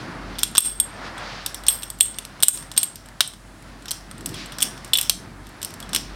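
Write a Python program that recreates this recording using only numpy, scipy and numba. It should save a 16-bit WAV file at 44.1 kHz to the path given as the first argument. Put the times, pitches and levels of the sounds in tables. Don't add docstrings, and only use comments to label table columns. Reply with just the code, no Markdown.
import sys
import numpy as np
from scipy import signal
from scipy.fft import rfft, irfft
from scipy.io import wavfile
from scipy.ndimage import uniform_filter1d
from numba import njit

SR = 44100
rng = np.random.default_rng(int(sys.argv[2]) if len(sys.argv) > 2 else 0)


def unload_audio(sound):
    columns = np.transpose(np.atleast_2d(sound))
    steps = np.round(np.clip(columns, -1, 1) * 32767)
    wavfile.write(sys.argv[1], SR, steps.astype(np.int16))


N = 271215

# (frequency [Hz], relative level [dB], 60 dB decay time before stretching [s])
PART_MODES = [
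    [(700, -12, .005), (1300, -2, .008), (1550, 0, .008), (2200, -10, .006)],
    [(3050, -5, .012), (3380, 0, .018), (3500, -1, .02), (3800, -5, .012), (4200, -8, .012)],
    [(4500, -8, .008), (5100, -3, .014), (5420, 0, .022), (5750, -3, .014), (6200, -12, .008),
     (6900, -12, .01)],
    [(7630, -18, .02), (8470, 0, .035), (8550, -2, .035), (8800, -16, .015)],
    [(9600, -8, .02), (10600, -5, .02), (11530, -4, .025), (12560, -3, .025), (12880, 0, .03),
     (14500, -6, .02), (15050, -5, .02)],
]
# (lower edge [Hz], upper edge [Hz])
PART_BANDS = [(1100, 1900), (2800, 4400), (4700, 6300), (7500, 9300), (9300, 13800)]
CHATTER_MS, FREE_CHATTER_MS = 1.3, 3.5
BLOW_TRIM_DB = -5.0


def blows():
    out = np.zeros(N + SR)
    t = np.arange(SR // 12) / SR
    starts, levels, freedoms, _ = strikes()
    mode_chance = rng.standard_normal((len(starts), len(PART_MODES), 8, 2))
    bounces = rng.random((len(starts), 12, 2))
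    grit = [level(band(rng.standard_normal(N + SR), *edges), 0) for edges in PART_BANDS]
    first = SR // 250
    build_up = 1 - np.exp(-t / 0.00029)
    for at, parts, freedom, chances, bounce in zip(starts, levels.T, freedoms.T, mode_chance, bounces):
        chatter_s = np.clip(CHATTER_MS + FREE_CHATTER_MS * freedom[0], .5, 6) / 1000
        delay, strength = bounce.T
        contact_at = (delay * 2 * chatter_s * SR).astype(int)
        contact_gain = (2 * strength - 1) * np.exp(-1.5 * delay)
        for db, modes, chance, noise, free in zip(parts, PART_MODES, chances, grit, freedom):
            contacts = np.zeros(len(t))
            contacts[contact_at] = contact_gain * (1 - free)
            contacts[0] = 1
            tone = free * signal.fftconvolve(contacts, ring(modes, t, 2.92 * free, chance))[:len(t)]
            scrape = 0.49 * (1 - free) ** 2 * np.exp(-t / (1.9 * chatter_s))
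            click = 1.13 * np.exp(-t / 0.00043)
            grate = noise[at:at + len(t)] * (scrape + click)
            hit = (tone + grate) * build_up
            out[at:at + len(t)] += undb(db + BLOW_TRIM_DB) * hit / np.sqrt(np.mean(hit[:first] ** 2))
    return signal.sosfilt(signal.butter(2, 500, "highpass", fs=SR, output="sos"), out[:N])


def ring(modes, t, stretch, chance):
    hz, db, t60 = np.transpose(modes)[:, :, None]
    pitch_chance, level_chance = chance[:len(modes), :1], chance[:len(modes), 1:]
    pitch_spread, spread_db = .002, 2.8
    waves = np.sin(2 * np.pi * hz * (1 + pitch_spread * pitch_chance) * t)
    decay = np.exp(-np.log(1000) * t / (t60 * stretch))
    gains = undb(db + spread_db * level_chance)
    return np.sum(gains * waves * decay, axis=0) / np.sqrt(np.sum(undb(db) ** 2))


# (time [s], knock level [dB], handle bending level [dB], bright ring level [dB],
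#  freedom to ring [0-1], jangle level against the blow [dB])
BLOW_TABLE = [(0.355, -52, -36, -61, 0.6, -24), (0.3856, -45, -25, -29, 0.36, -25),
              (0.39, -41, -26.5, -23.5, .3, -5), (0.4159, -50, -42, -48, 0.4, -19),
              (0.4322, -22.5, -11, -7.5, 0.31, -30), (0.513, -55, -50, -38, .25, -24),
              (0.5517, -22, -21, -22, 0.46, -40), (0.5572, -26, -20, -33, 0.3, -34),
              (0.5711, -34, -17, -24, 0.1, -31), (0.5801, -16, 0, 7, 0.47, -25),
              (0.605, -45, -26, -8, 0.22, -20), (0.645, -57, -44, -21.5, 0.83, -9),
              (0.655, -51, -31, -24, 0.27, -7), (0.8002, -45, -16.5, -4, 0.52, -50),
              (1.1788, -29, -33, -38.5, 0.8, -11), (1.4619, -39, -19, -18.5, 0.21, -17),
              (1.5448, -42, -27.5, -24, 0.25, -11), (1.6367, -57, -35.5, -36, 0.5, -15),
              (1.6662, -45, -23.5, -25.5, 0.21, -4.5), (1.6836, -53, -9.5, -1, .63, -46),
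              (1.7002, -67, -40, -15.5, 0.27, 2.5), (1.8227, -41, -34, -33, 0.2, -17),
              (1.8321, -40, -25.5, -23.5, 0.52, -15), (1.902, -46, -31.5, -21, 0.33, -33),
              (2.0034, -37, -31, -20, 0.2, -24), (1.9875, -56, -46, -37, 0.2, -25),
              (2.0078, -41, -7, 0.8, 0.65, -37.5), (2.022, -53.5, -29, -14, 0.5, -25),
              (2.0303, -62, -47, -12.5, 0.67, -13.5), (2.144, -51, -39, -51, 0, -18),
              (2.1857, -38, -22.5, -21.5, 0.3, -24), (2.251, -48, -30, -32, 0.25, -25),
              (2.4036, -37, -33.5, -33, .4, -32), (2.4258, -35, -18, -10.5, 0.22, -34),
              (2.429, -33, -22, -22, .5, -20), (2.4328, -38, -3, 0.5, .5, -43),
              (2.4833, -22.5, -10, 5.5, 0.43, -22.5), (2.574, -44, -31.5, -33, 0.16, -14),
              (2.625, -37.5, -41, -38, 0.2, -13), (2.716, -36, -29, -30.5, 0.42, -15),
              (2.7374, -48, -46, -42, .3, -21.5), (2.765, -42, -30, -31, 0.2, -7),
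              (2.7724, -43, -25, -35, 0.27, -12), (2.7771, -52, -11.5, -3, 0.53, -25),
              (2.8312, -51, -21, -9, .48, -34), (2.9572, -51, -38.5, -32.5, 0, -9),
              (3.059, -50, -46, -42, .25, -24.5), (3.087, -40, -44, -41, 0.2, -24.5),
              (3.2062, -13.5, -4.5, -9.5, 0.36, -25.5), (3.276, -46, -43, -23.5, 0.4, -16),
              (3.336, -43, -38, -42, .3, -19), (3.6244, -53.5, -51, -46, 0.1, -21),
              (3.823, -47, -43, -44, 0.4, -27), (3.857, -35, -32.5, -35, 0.26, -17),
              (3.882, -50, -28, -36, 0.18, -6.5), (3.9086, -51, -22.5, -24, 0.2, -37),
              (3.9144, -34, -22.5, -18, 0.26, -14.5), (4.1125, -34, -36, -32.5, .35, -29),
              (4.1803, -56, -45, -38, 0.4, -22), (4.2086, -48, -41, -38, .3, -16),
              (4.2597, -53, -26.5, -20, 0.22, -11.5), (4.2914, -41, -37, -33, 0.2, -24),
              (4.3428, -38, -30.5, -33, 0.44, -5), (4.4595, -56, -39, -34, 0.4, -23),
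              (4.521, -46, -31.5, -36.5, 0.48, -6), (4.585, -29.5, -28.5, -26.5, 0.14, -5),
              (4.605, -47, -22.5, -28, 0.35, -32.5), (4.613, -42, -35, -26, 0.1, -35.5),
              (4.6219, -39, -15, -14, 0.82, -35), (4.6266, -53, -12, -10, 0.28, -16),
              (4.777, -46, -37, -44, 0.4, -11), (4.8463, -43, -38.5, -31.5, 0.15, -8),
              (4.8777, -57, -58, -43, 0.2, -21.5), (4.9338, -45, -4, -13, .83, -24),
              (4.937, -48, -21, -21, 0.3, -24), (4.9542, -48, -8.5, -29, 0.97, -23),
              (4.962, -45, -36, -29, 0.3, -21), (4.9732, -47, -27, -17, 0.05, -31),
              (4.986, -46, -11.5, -15.5, 0.66, -17), (5.0124, -44, -24, -16.5, 0.1, -19.5),
              (5.029, -54, -31, -25, 0.26, -15), (5.032, -39, -33, -30, 0.37, -4),
              (5.0963, -26.5, -7.5, -9, .15, -30), (5.105, -44, -31, -26, 0.7, -32),
              (5.469, -61, -41.5, -43, 0.2, -22), (5.4917, -59, -60, -43, 0.14, -28.5),
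              (5.6167, -44.5, -32, -33, 0.3, -11), (5.629, -37, -28, -22.5, 0.19, -10),
              (5.6476, -54, -29, -22, 0.13, -21), (5.7058, -53, -40, -39, 0.14, -26),
              (5.7398, -50, -39, -34, 0.15, -32), (5.802, -51, -34, -32.5, 0.2, -22),
              (5.8266, -40, -30, -37, 0.65, -15), (5.892, -35, -39, -36.5, 0.24, -8),
              (5.9323, -27, -21, -22.5, 0.33, -7), (5.9482, -33, -14.5, -14, 0.35, -21),
              (5.9616, -23, -13, -16, 0.24, -22.5)]
BLADE_DB, PINS_DB = 2, 2
FREE_LEAD_DB = 21.5
PINS_LEAD_DB = 26.5
DULL_BLOW_DB = 17
PALM_DULL, PALM_DB = 0.24, -21.5


def strikes():
    s, knock, bend, bright, free, jangle_db = np.transpose(BLOW_TABLE)
    upper_free = free * np.clip(0.5 + (bright - bend) / DULL_BLOW_DB, .3, 1)
    blade = bend + BLADE_DB - FREE_LEAD_DB * free
    palm_loss = PALM_DULL * np.clip(knock - bright - PALM_DB, -8, 25)
    pins = bright + PINS_DB - PINS_LEAD_DB * upper_free - palm_loss
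    levels = np.array([knock, bend, blade, bright, pins])
    freedom = np.clip([free, free, free, upper_free, upper_free], .05, 1)
    return (s * SR).astype(int), levels, freedom, jangle_db


PART_JANGLE_DB = [-2.6, -4.1, -0.61, 3.5, -0.95]
PART_JANGLE_STRETCH = [0.43, .7, .7, 3.9, .55]
JANGLE_T60_S = 0.3


def rattle():
    starts, levels, freedom, jangle_db = strikes()
    ticks = (rng.random(N) < 4000 / SR) * rng.standard_normal(N)
    ticks *= undb(0.5 * rng.exponential(size=N))
    t = np.arange(SR // 8) / SR
    keep = np.exp(-np.log(1000) / (JANGLE_T60_S * SR))
    freedom[3] = 1.8 * freedom[3] ** 2
    freedom[2] = 1
    out = 0
    for k, (modes, stretch) in enumerate(zip(PART_MODES, PART_JANGLE_STRETCH)):
        kicks = np.zeros(N)
        np.add.at(kicks, starts, undb(levels[k] + jangle_db + PART_JANGLE_DB[k]) * freedom[k])
        shake = signal.lfilter([1], [1, -keep], kicks)
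        shake = uniform_filter1d(shake, 200, origin=99)
        jangle = signal.fftconvolve(ticks, ring(modes, t, stretch, np.zeros((8, 2))))[:N]
        out = out + shake * level(jangle, 0)
    return out


# (frequency [Hz], 60 dB decay time [s])
ROOM_DECAY = [(500, 0.057), (3000, 0.31), (8500, 0.32), (15000, 0.14)]
ROOM_DB = -16


def room(x):
    t = np.arange(int(.6 * SR)) / SR
    hz, t60 = np.transpose(ROOM_DECAY)
    tail = np.zeros(len(t))
    for centre in 500 * 2. ** np.arange(6):
        noise = band(rng.standard_normal(len(t)), centre / np.sqrt(2), min(centre * np.sqrt(2), 20000))
        band_t60 = np.interp(np.log(centre), np.log(hz), t60)
        tail += noise * np.exp(-np.log(1000) * t / band_t60)
    tail *= np.clip(t / 0.009, 0, 1)
    return signal.fftconvolve(x, tail / np.sqrt(np.sum(tail ** 2)))[:N] * undb(ROOM_DB)


# (time [s], level [dB])
FAN_SWELL = [(0, 5.5), (1, -2), (2, -1), (3, -6), (4, -0.5), (5, -2.5), (6.15, 2)]
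HUM_HZ, HUM_DB = 47.3, -45.5


def fan_hum():
    phase = np.cumsum(2 * np.pi * HUM_HZ * (1 + 0.013 * walk(4.3)) / SR)
    swell = undb(HUM_DB + curves(FAN_SWELL)[0])
    return np.sqrt(2) * swell * (1 + .4 * walk(11)) * np.sin(phase)


# (time [s], rumble level [dB], roar level [dB])
TRAFFIC_SWELL = [(0.0, -37.5, -41), (0.36, -40, -43), (0.74, -49, -47.5), (1.05, -41.5, -39.5),
                 (1.14, -43.5, -41.5), (1.22, -45, -36), (1.69, -48, -47), (2.28, -48.5, -48.5),
                 (2.42, -47.5, -46), (2.84, -48.5, -50.5), (3.32, -54.5, -51.5), (3.7, -45, -48.5),
                 (4.02, -50.5, -48), (4.31, -38, -45), (4.47, -44.5, -41.5), (4.88, -42, -45.5),
                 (5.04, -50, -51), (5.21, -43, -48.5), (5.5, -47.5, -47), (5.95, -39.5, -43.5),
                 (6.15, -42.5, -44.5)]
BAND_FLICKER_DB = [1.1, 1.8, 1.5, 1.1]
ROAR_HISS_DB = -6.5
TOP_HISS_DB = -61
SWISH_TOP_DB = -24


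def traffic_and_swishes():
    rumble, roar = undb(curves(TRAFFIC_SWELL))
    swell = swish()
    hiss = roar * undb(ROAR_HISS_DB) + swell
    top = undb(TOP_HISS_DB) + undb(SWISH_TOP_DB) * swell
    edges_hz = [(80, 322), (480, 1880), (1700, 5280), (6000, 10600)]
    out = np.zeros(N)
    for edges, gain, flicker_db in zip(edges_hz, [rumble, roar, hiss, top], BAND_FLICKER_DB):
        noise = level(band(rng.standard_normal(N), *edges), 0)
        out += noise * gain * undb(flicker_db * walk(14))
    return out


# (time of the crest [s], level [dB], half length to 1/e [s])
SWISH_SWELLS = [(0.01, -50, 0.042), (0.517, -55, 0.11), (1.067, -43.5, 0.032), (1.31, -51, 0.14),
                (3.69, -58, 0.034), (4.392, -40, 0.052), (6.104, -57.5, 0.15)]


def swish():
    t = np.arange(N) / SR
    return sum(undb(db) * np.exp(-((t - s) / half) ** 2) for s, db, half in SWISH_SWELLS)


# (frequency [Hz], relative density [dB per Hz])
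AIR_SPECTRUM = [(35, -37), (60, -2.5), (91, 10), (274, -2.5), (503, -16), (666, -1.5), (1620, -39.5),
                (2050, -28), (5330, -30.5), (8510, -41), (16000, -46.5)]
AIR_DB = -51.5


def air_noise():
    return level(band(colour(rng.standard_normal(N), AIR_SPECTRUM), 60, 17700), AIR_DB)


def microphone_hiss():
    return level(band(rng.standard_normal(N), 8000, 16000), -69)


def undb(db):
    return 10 ** (np.asarray(db) / 20)


def level(x, db):
    return x * undb(db) / np.sqrt(np.mean(x ** 2))


def colour(x, points):
    hz, db = np.transpose(points)
    f = np.maximum(np.fft.rfftfreq(len(x), 1 / SR), 1)
    return irfft(rfft(x) * undb(np.interp(np.log(f), np.log(hz), db)), len(x))


def band(x, lo_hz, hi_hz):
    return signal.sosfilt(signal.butter(3, [lo_hz, hi_hz], "bandpass", fs=SR, output="sos"), x)


def curves(table):
    s, *columns = np.transpose(table)
    return [np.interp(np.arange(N) / SR, s, c) for c in columns]


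def walk(rate_hz):
    k = int(SR / rate_hz)
    held = np.repeat(rng.standard_normal(N // k + 1), k)
    return 1.3 * uniform_filter1d(uniform_filter1d(held, k), k)[:N]


def scene():
    knife = blows() + rattle()
    background = air_noise() + fan_hum() + traffic_and_swishes() + microphone_hiss()
    return (knife + room(knife) + background)[None]


@njit
def limit(x, top, attack, hold, release):
    y, envelope, wait = np.empty(len(x)), 0., 0.
    for i in range(len(x)):
        a = abs(x[i])
        if a > envelope:
            envelope, wait = envelope + (a - envelope) * attack, hold
        elif wait > 0:
            wait -= 1
        else:
            envelope += (a - envelope) * release
        y[i] = x[i] * min(1., top / (envelope + 1e-9))
    return y


LIMIT_TOP = 0.35
LIMIT_ATTACK_S, LIMIT_HOLD_S, LIMIT_RELEASE_S = 0.0026, 0.035, 0.022
TOP_HZ = 16250


def record(dry):
    held = limit(dry[0], LIMIT_TOP, 1 / (LIMIT_ATTACK_S * SR), LIMIT_HOLD_S * SR, 1 / (LIMIT_RELEASE_S * SR))
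    clipped = np.clip(held, -1.1, 1.1)
    cut = signal.sosfilt(signal.ellip(10, .2, 70, TOP_HZ, fs=SR, output="sos"), clipped)
    return np.clip(cut, -1, 1)[None]


dry = scene()
out = record(dry)
unload_audio(out)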